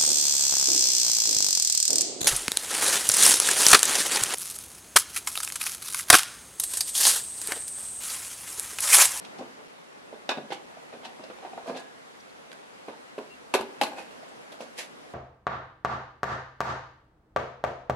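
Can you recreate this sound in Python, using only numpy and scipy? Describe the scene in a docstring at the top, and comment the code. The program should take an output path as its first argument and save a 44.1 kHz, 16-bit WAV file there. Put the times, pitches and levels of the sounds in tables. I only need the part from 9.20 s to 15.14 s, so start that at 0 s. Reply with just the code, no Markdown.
"""Plastic push-pin fasteners are pried from a car's bumper cover with a screwdriver, close under a stereo camera.
Filtered noise makes a steady outdoor hush and a faint 66 Hz waver throughout; every 0.98 s the level dips briefly.
Noise bursts scrape and knock through the hollow cover's resonances, echoing in the engine bay; spikes crack.
From 1.1 s a sine rings as the steel frame, from 2 s faint chirps and ticks pass, and after 3 s the work
moves to the near fastener, with its loudest blows at 4.3 and 4.6 s; then knocks and scrapes thin out."""
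import sys
import numpy as np
from scipy import signal
from scipy.fft import rfft, irfft, next_fast_len
from scipy.io import wavfile
from scipy.ndimage import uniform_filter1d

SR = 44100
rng = np.random.default_rng(int(sys.argv[2]) if len(sys.argv) > 2 else 0)


def transcribe(signal):
    """Save signal, clipped to [-1, 1], as a 16-bit WAV file at the path in sys.argv[1]."""
    frames = np.atleast_2d(signal).T
    limited = np.clip(frames, -1, 1)
    pcm = np.round(limited * 32767).astype(np.int16)
    wavfile.write(sys.argv[1], SR, pcm)


N = 261865


def amp(db):
    """Amplitude factor of a level in dB."""
    return 10 ** (np.asarray(db) / 20)


def unit(x):
    """x scaled to an RMS of 1."""
    return x / np.sqrt(np.mean(x ** 2) + 1e-20)


def along(points, hz):
    """Interpolates (frequency [Hz], value) points on a log frequency axis."""
    point_hz, value = np.transpose(points)
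    return np.interp(np.log(hz + 1), np.log(point_hz + 1), value)


def filtered(x, response):
    """x times a complex response of frequency; zero padding holds the tail."""
    size = next_fast_len(x.shape[-1] + 8192)
    spectrum = rfft(x, size) * response(np.fft.rfftfreq(size, 1 / SR))
    return irfft(spectrum, size)[..., :x.shape[-1]]


def mode(f, hz, width_hz):
    """One causal resonance, gain 1 at its peak."""
    return 1j * f * width_hz / (hz * hz - f * f + 1j * f * width_hz)


def add(track, s, sound):
    """Mixes a stereo sound in at time s."""
    part = track[:, max(round(s * SR), 0):][:, :sound.shape[1]]
    part += sound[:, :part.shape[1]]


# left-right likeness of noise: (frequency [Hz], correlation [-1..1])
LIKENESS = [(60, -0.81), (170, 1), (510, 0.95), (1470, 0.42), (4270, 0.04), (12400, 0.25)]


def pair(length):
    """Stereo white noise: opposed in the deepest bass, alike above it, nearly unrelated in the treble."""
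    def mid_side_gains(hz):
        angle = np.arccos(np.clip(along(LIKENESS, hz), -1, 1)) / 2
        return np.array([np.cos(angle), np.sin(angle)])

    mid, side = filtered(rng.standard_normal((2, length)), mid_side_gains)
    return np.array([mid + side, mid - side])


# spectral shape of the hush, middle: (frequency [Hz], relative density [dB per Hz])
HUSH_MID = [(24, -48), (40, 2), (91, -12), (124, -8), (276, -1), (327, -4), (480, 0.5), (597, -2),
            (707, -1), (837, -2), (944, -3), (1810, -8), (1950, -7.5), (9130, -21), (12800, -24),
            (16600, -62), (22000, -120)]
# spectral shape of the hush, side: (frequency [Hz], relative density [dB per Hz])
HUSH_SIDE = [(15, -76), (25, -40), (85, -16), (117, -11.5), (269, -3), (420, -1.5), (622, -0.5), (672, -8),
             (807, 1.5), (873, -4), (1550, -6), (9410, -25.5), (12900, -29), (16700, -69), (22000, -120)]
# course of the hush's middle: (time [s], level [dB])
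HUSH_LEVEL = [(0.0, -48), (0.61, -52.5), (2.51, -50), (2.71, -52), (4.38, -51.5), (4.51, -49.5),
              (5.93, -52)]


def hush():
    """Outdoor air and far traffic: slightly patchy noise whose side outweighs the middle."""
    z = signal.stft(rng.standard_normal((2, N + 512)), nperseg=512)[2]
    patches = uniform_filter1d(rng.standard_normal(z.shape[1:]), size=6, axis=0)
    patches = uniform_filter1d(patches, size=10, axis=1)
    patch_db = 1.0 * unit(patches)
    noise = signal.istft(z * amp(patch_db), nperseg=512)[1][:, :N]
    mid, side = filtered(noise, lambda hz: amp([along(HUSH_MID, hz), along(HUSH_SIDE, hz)]))
    mid, side = unit(mid), amp(4.0) * unit(side)
    s, db = np.transpose(HUSH_LEVEL)
    level = amp(np.interp(np.arange(N) / SR, s, db))
    return level * np.array([mid + side, mid - side])


# low waver: (frequency [Hz], width of each of two passes [Hz], level [dB])
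HUM = (66, 2.6, -65)


def hum():
    """A faint low tone: noise through a narrow resonance twice, so it wavers; partly alike on both sides."""
    hz, width_hz, db = HUM
    shared, spread = filtered(rng.standard_normal((2, N)), lambda f: mode(f, hz, width_hz) ** 2)
    return amp(db) * unit(np.array([shared + 0.54 * spread, shared - 1.0 * spread]))


# modes of the hollow cover: (frequency [Hz], width [Hz], mean strength [dB])
COVER_MODES = [(240, 46, 3), (399, 73, 2.5), (570, 220, -13), (725, 15, -0.5), (896, 38, -0.5),
               (953, 134, -0.5), (1040, 80, -5.5), (1466, 116, 2), (2250, 1400, -10), (2514, 59, 6),
               (2800, 870, -10.5), (3600, 88, 4), (4350, 1600, -8)]
# sound that passes the modes: (frequency [Hz], level [dB])
PAST_MODES = [(100, -8), (300, -3), (1000, -10), (3000, -12.5), (6000, 0.5), (13000, 3.5)]


def cover(f):
    """The hollow cover's modes in alternating sign, strengths drawn anew each call, plus what passes them."""
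    offsets_db = rng.normal(0, 2, len(COVER_MODES))
    response = amp(along(PAST_MODES, f))
    for k, ((hz, width_hz, db), offset_db) in enumerate(zip(COVER_MODES, offsets_db)):
        response = response + (-1) ** k * amp(db + offset_db) * mode(f, hz, width_hz)
    return response


# blade and pin strokes: (time of peak [s], fade time [s], level [dB], brightest frequency [Hz],
#                         treble against the brightest [dB])
SCRAPES = [(0.052, 0.0085, -42.5, 3500, -13), (0.19, .012, -45.5, 3870, -10),
           (1.332, .014, -35.5, 3120, -12.5), (1.855, 0.013, -38, 3520, -14.5),
           (2.042, 0.0078, -45, 4500, -17), (2.487, 0.024, -44.5, 2600, -3),
           (2.575, 0.017, -39.5, 3640, -11), (2.6, 0.01, -50.5, 5500, 0), (3.318, .002, -38, 3330, -17),
           (3.331, .003, -38, 1500, -17), (4.79, 0.033, -41, 2460, -11), (5.091, 0.012, -56.5, 5000, 4),
           (5.327, 0.0088, -46.5, 3460, -16), (5.42, 0.027, -48.5, 4430, -9),
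           (5.596, .026, -31.5, 1970, -3)]
SWELL_SHARE = .7  # swell time / fade time
CATCHES_PER_S, CATCH_SIZE = 800, 2.5  # blade catches; size added, in multiples of the grit


def scrapes():
    """Dense grit and catches under a stroke that swells and fades; the cover colours it."""
    track = np.zeros((2, N))
    for s, fade_s, db, hz, treble_db in SCRAPES:
        swell_s = SWELL_SHARE * fade_s
        t = np.arange(round(-3 * swell_s * SR), round(6 * fade_s * SR)) / SR
        stroke = np.where(t < 0, np.exp(-(t / swell_s) ** 2), np.exp(-np.abs(t) / fade_s))
        lumps_db = 0.97 * unit(uniform_filter1d(rng.standard_normal(len(t)), size=60))
        catches = rng.random(len(t)) < CATCHES_PER_S / SR
        grit = pair(len(t)) * amp(lumps_db) * (1 + CATCH_SIZE * catches)
        colour = [(300, -14), (1200, -8), (hz, 0), (hz * 1.63, treble_db), (13000, treble_db - 15.5)]
        scrape = unit(filtered(grit, lambda f: cover(f) * amp(along(colour, f))))
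        add(track, s + t[0], amp(db) * stroke * scrape)
    return track


# reverberation: (frequency [Hz], t60 [s])
BAY_T60 = [(150, 0.54), (800, 0.33), (3000, 0.27), (10000, 0.17)]


def bay(x):
    """Engine bay and garage: each frequency dies at its own speed, a new tail for each third of a second."""
    wet, step, delay_s = np.zeros((2, N)), SR // 3, .006
    for start in range(0, N, step):
        hz, t, z = signal.stft(pair(SR // 2), SR, nperseg=256)
        decay = amp(-60 * t / along(BAY_T60, hz)[:, None])
        tail = signal.istft(z * decay, SR, nperseg=256)[1]
        tail = tail / np.linalg.norm(tail[0])
        add(wet, start / SR + delay_s, signal.fftconvolve(x[:, start:start + step], tail, axes=1))
    return wet


# knocks and snaps: (time [s], level [dB], patch under the blade [Hz], pin [Hz], bass [dB],
#                    sharpness as mids [dB], chatter t60 [s])
KNOCKS = [(.187, -27.5, 780, 3460, 1, -33, 0.12), (.208, -26.5, 535, 2620, -14, -30.5, 0.1),
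          (0.387, -38.5, 470, 2250, -21, -25, 0.12), (.926, -29, 550, 2100, -13, -27, .034),
          (0.94, -38, 565, 3440, -16, -17.5, 0.11), (1.091, -11.5, 738, 3540, -34, -5.5, 0.066),
          (1.109, -17, 1026, 3700, -29, -8.5, 0.097), (1.171, -25, 720, 3660, -5, -13, 0.14),
          (1.183, -28, 563, 3600, -9, -38.5, 0.072), (1.304, -27, 413, 2050, -6, -8.5, .12),
          (1.319, -18, 790, 3020, -25, -14, 0.046), (1.569, -34.5, 674, 2050, -23, -28, 0.087),
          (1.727, -33, 704, 1870, -35, -13.5, 0.089), (1.737, -34.5, 564, 2420, -1, -16, 0.14),
          (1.832, -35, 670, 3180, -21, -10, 0.13), (1.851, -29.5, 733, 2720, -10.5, -13, 0.14),
          (1.991, -33, 534, 2750, -3, -29, 0.14), (2.036, -32, 604, 2700, -20, -18, 0.078),
          (2.098, -29.5, 494, 2640, -9, -17, 0.099), (2.184, -36, 770, 2340, -23, -14, 0.054),
          (2.225, -31, 760, 2320, -35, -21, 0.23), (2.248, -25.5, 744, 2000, -26, -21.5, 0.078),
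          (2.331, -28.5, 735, 2500, -26, -24, 0.049), (2.375, -24, 746, 1970, -33, -24, .063),
          (2.459, -30, 525, 1970, -35, -23.5, 0.12), (2.476, -23.5, 630, 2430, -8, -23, 0.096),
          (2.494, -21, 587, 2400, -12, -20.5, 0.095), (2.519, -28.5, 573, 1900, -5, -30, 0.16),
          (2.545, -28, 725, 2480, -25, -13.5, 0.3), (3.682, -24.5, 475, 2490, -11, -20, 0.062),
          (3.694, -31.5, 428, 2050, -6, -17.5, 0.046), (3.727, -37.5, 910, 2130, -9, -24, 0.1),
          (3.98, -22, 415, 2630, -25, -20.5, 0.097), (4.338, -7, 960, 2520, -16, -11, 0.1),
          (4.389, -22.5, 870, 2800, -34, -17, 0.12), (4.408, -23.5, 910, 2720, 6.5, -7.5, 0.053),
          (4.612, -7.5, 810, 2760, -27, -11, 0.091), (4.634, -16, 1080, 4300, -4, -4.5, 0.044),
          (4.659, -28.5, 860, 2100, -28, -9.5, 0.21), (4.716, -29.5, 776, 2300, -30, -17.5, 0.2),
          (4.77, -33.5, 650, 2100, -35, -12.5, .16), (4.781, -26.5, 780, 2725, -37, -22, 0.086),
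          (4.909, -37.5, 543, 2710, -20, -10, 0.2), (5.028, -36, 654, 2120, -27, -17, 0.11),
          (5.318, -34, 654, 3600, -31, -10.5, 0.15), (5.405, -29, 503, 2580, -13, -12, 0.16),
          (5.583, -31.5, 610, 2000, -33, -14, 0.18)]
PIN_DB = 1.5  # pin ring
RISE_S, SOFT_RISE_S_PER_DB = .0008, .00005  # chatter onset; added per dB of lost sharpness
# treble and air at 0 dB mids: (far fastener, near fastener under the camera)
TREBLE_DB, AIR_DB = (-9.5, -5.5), (-25, -8.5)
STEEPER = 1.5  # dB of treble and air per dB of mids
MOVE_S = 3  # hands go to the near fastener


def knocks():
    """Each blow strikes the patch under the blade and the pin, then chatters on through the whole cover."""
    track, lead = np.zeros((2, N)), 64
    t = np.arange(-lead, SR // 4) / SR
    after = np.maximum(t, 0)
    for s, db, patch_hz, pin_hz, bass_db, mid_db, t60 in KNOCKS:
        rise_s = RISE_S + SOFT_RISE_S_PER_DB * max(-mid_db, 0)
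        # rebounds a few ms apart
        lumps_db = 2.65 * unit(uniform_filter1d(rng.standard_normal(len(t)), size=90))
        envelope = amp(-60 * after / t60) * (1 - np.exp(-after / rise_s))
        chatter = pair(len(t)) * amp(lumps_db) * envelope
        strike = amp(25.0) * (np.arange(len(t)) == lead + round(rise_s * SR))

        near = int(s > MOVE_S)
        treble_db = TREBLE_DB[near] + STEEPER * mid_db
        air_db = AIR_DB[near] + STEEPER * mid_db
        tilt = [(150, bass_db), (400, 0), (1200, 0), (1900, mid_db), (3800, mid_db),
                (5800, treble_db), (10000, air_db)]

        def spot(f):
            patch = 1.145 * mode(f, patch_hz, 82)
            pin = amp(PIN_DB) * mode(f, pin_hz, 184)
            return (patch + pin) * amp(along(tilt, f))

        blow = filtered(chatter + strike, spot)
        blow = blow + filtered(chatter, lambda f: cover(f) * amp(along(tilt, f)))
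        # level is set 9.5 dB above the loudest 9 ms RMS
        loudest_rms = np.sqrt(np.max(uniform_filter1d(np.mean(blow ** 2, 0), size=400)))
        add(track, s - lead / SR, amp(db) * blow / (3 * loudest_rms))
    return track


# plastic letting go: (time [s], peak level [dB], time scale [s])
CRACKS = [(1.0955, -20, .0004), (1.3055, -30, .0006), (1.321, -26, .0004), (3.683, -28, .0006),
          (3.9815, -27, .0006), (5.4065, -28, .0005), (1.853, -36, .0001), (3.3165, -36, .0001),
          (3.3288, -35, .0001), (1.1735, -26, .0005), (1.1845, -25, .0005), (4.3905, -25, .0004),
          (4.4115, -23, .0004), (4.6147, -7, .00014)]


def cracks():
    """Plastic lets go: one pressure spike between two dips."""
    track, half = np.zeros((2, N)), 128
    for s, db, scale_s in CRACKS:
        u = np.arange(-half, half) / SR / scale_s
        spike = (1 - 2 * u ** 2) * np.exp(-u ** 2)
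        add(track, s - half / SR, amp(db) * spike * np.ones((2, 1)))
    return track


# blows that reach the steel frame: (time [s], level [dB])
FRAME_BLOWS = [(1.1, -44), (2.485, -48), (2.562, -45.5), (4.345, -45), (4.62, -45)]
FRAME_HZ, FRAME_T60_S, FRAME_RISE_S = 1667, 0.54, 0.0016


def frame():
    """The steel frame answers some blows in one mode: a thin ring, slightly unsteady in phase."""
    track, t = np.zeros((2, N)), np.arange(SR // 2) / SR
    for s, db in FRAME_BLOWS:
        drift = .055 * np.cumsum(rng.standard_normal(len(t)))
        envelope = amp(db - 60 * t / FRAME_T60_S) * (1 - np.exp(-t / FRAME_RISE_S))
        ring = envelope * np.sin(2 * np.pi * FRAME_HZ * t + drift)
        add(track, s, ring * np.ones((2, 1)))
    return track


# chirps and ticks: (time [s], length [s], frequency [Hz], level [dB], left minus right [dB],
#                    roughness [0-1])
CHIRPS = [(2.0, .1, 2750, -56, 3, .4), (3.0, .012, 4600, -51, 2, .7), (3.0, .014, 5800, -53, 2, .9),
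          (3.093, .018, 4200, -54, 2, .7), (3.87, .035, 2850, -57, 3, .4), (4.097, .06, 2751, -48, 6, .1)]


def chirps():
    """Short faint whistles and ticks, left of centre: sines under an arch; rough ones scatter in phase."""
    track = np.zeros((2, N))
    for s, length_s, hz, db, pan_db, rough in CHIRPS:
        t = np.arange(round(length_s * SR)) / SR
        drift = .15 * rough * np.cumsum(rng.standard_normal(len(t)))
        side_phase = np.array([[0], [1.3]])  # rad
        arch = np.sin(np.pi * t / length_s) ** .6
        tone = arch * np.sin(2 * np.pi * hz * t + drift + side_phase)
        side_db = db + np.array([[pan_db / 2], [-pan_db / 2]])
        add(track, s, amp(side_db) * tone)
    return track


def scene():
    """Work at the bumper, its echo in the bay, and the background."""
    background = hush() + hum()
    work = (scrapes() + knocks() + cracks() + frame()) * amp([[-.5], [.5]])  # 1 dB to the right
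    return background + work + amp(-8.5) * bay(work) + chirps()


# microphone response: (frequency [Hz], level [dB])
MIC = [(30, -40), (90, -6.5), (160, 0), (11500, -3), (12300, -10.5), (12900, -17)]
GAP_FIRST_S, GAP_EVERY_S, GAP_LENGTH_S, GAP_DB = .4777, .9815, .0026, -13
TOP_HZ = 12950


def record(dry):
    """Thin bass, a brief level dip at a steady interval, nothing above the band limit."""
    heard = filtered(dry, lambda hz: amp(along(MIC, hz)))
    since_gap_s = (np.arange(N) / SR - GAP_FIRST_S) % GAP_EVERY_S
    gain = np.where(since_gap_s > GAP_LENGTH_S, 1, amp(GAP_DB))
    return filtered(heard * gain, lambda hz: hz < TOP_HZ)


dry = scene()
out = record(dry)
transcribe(out)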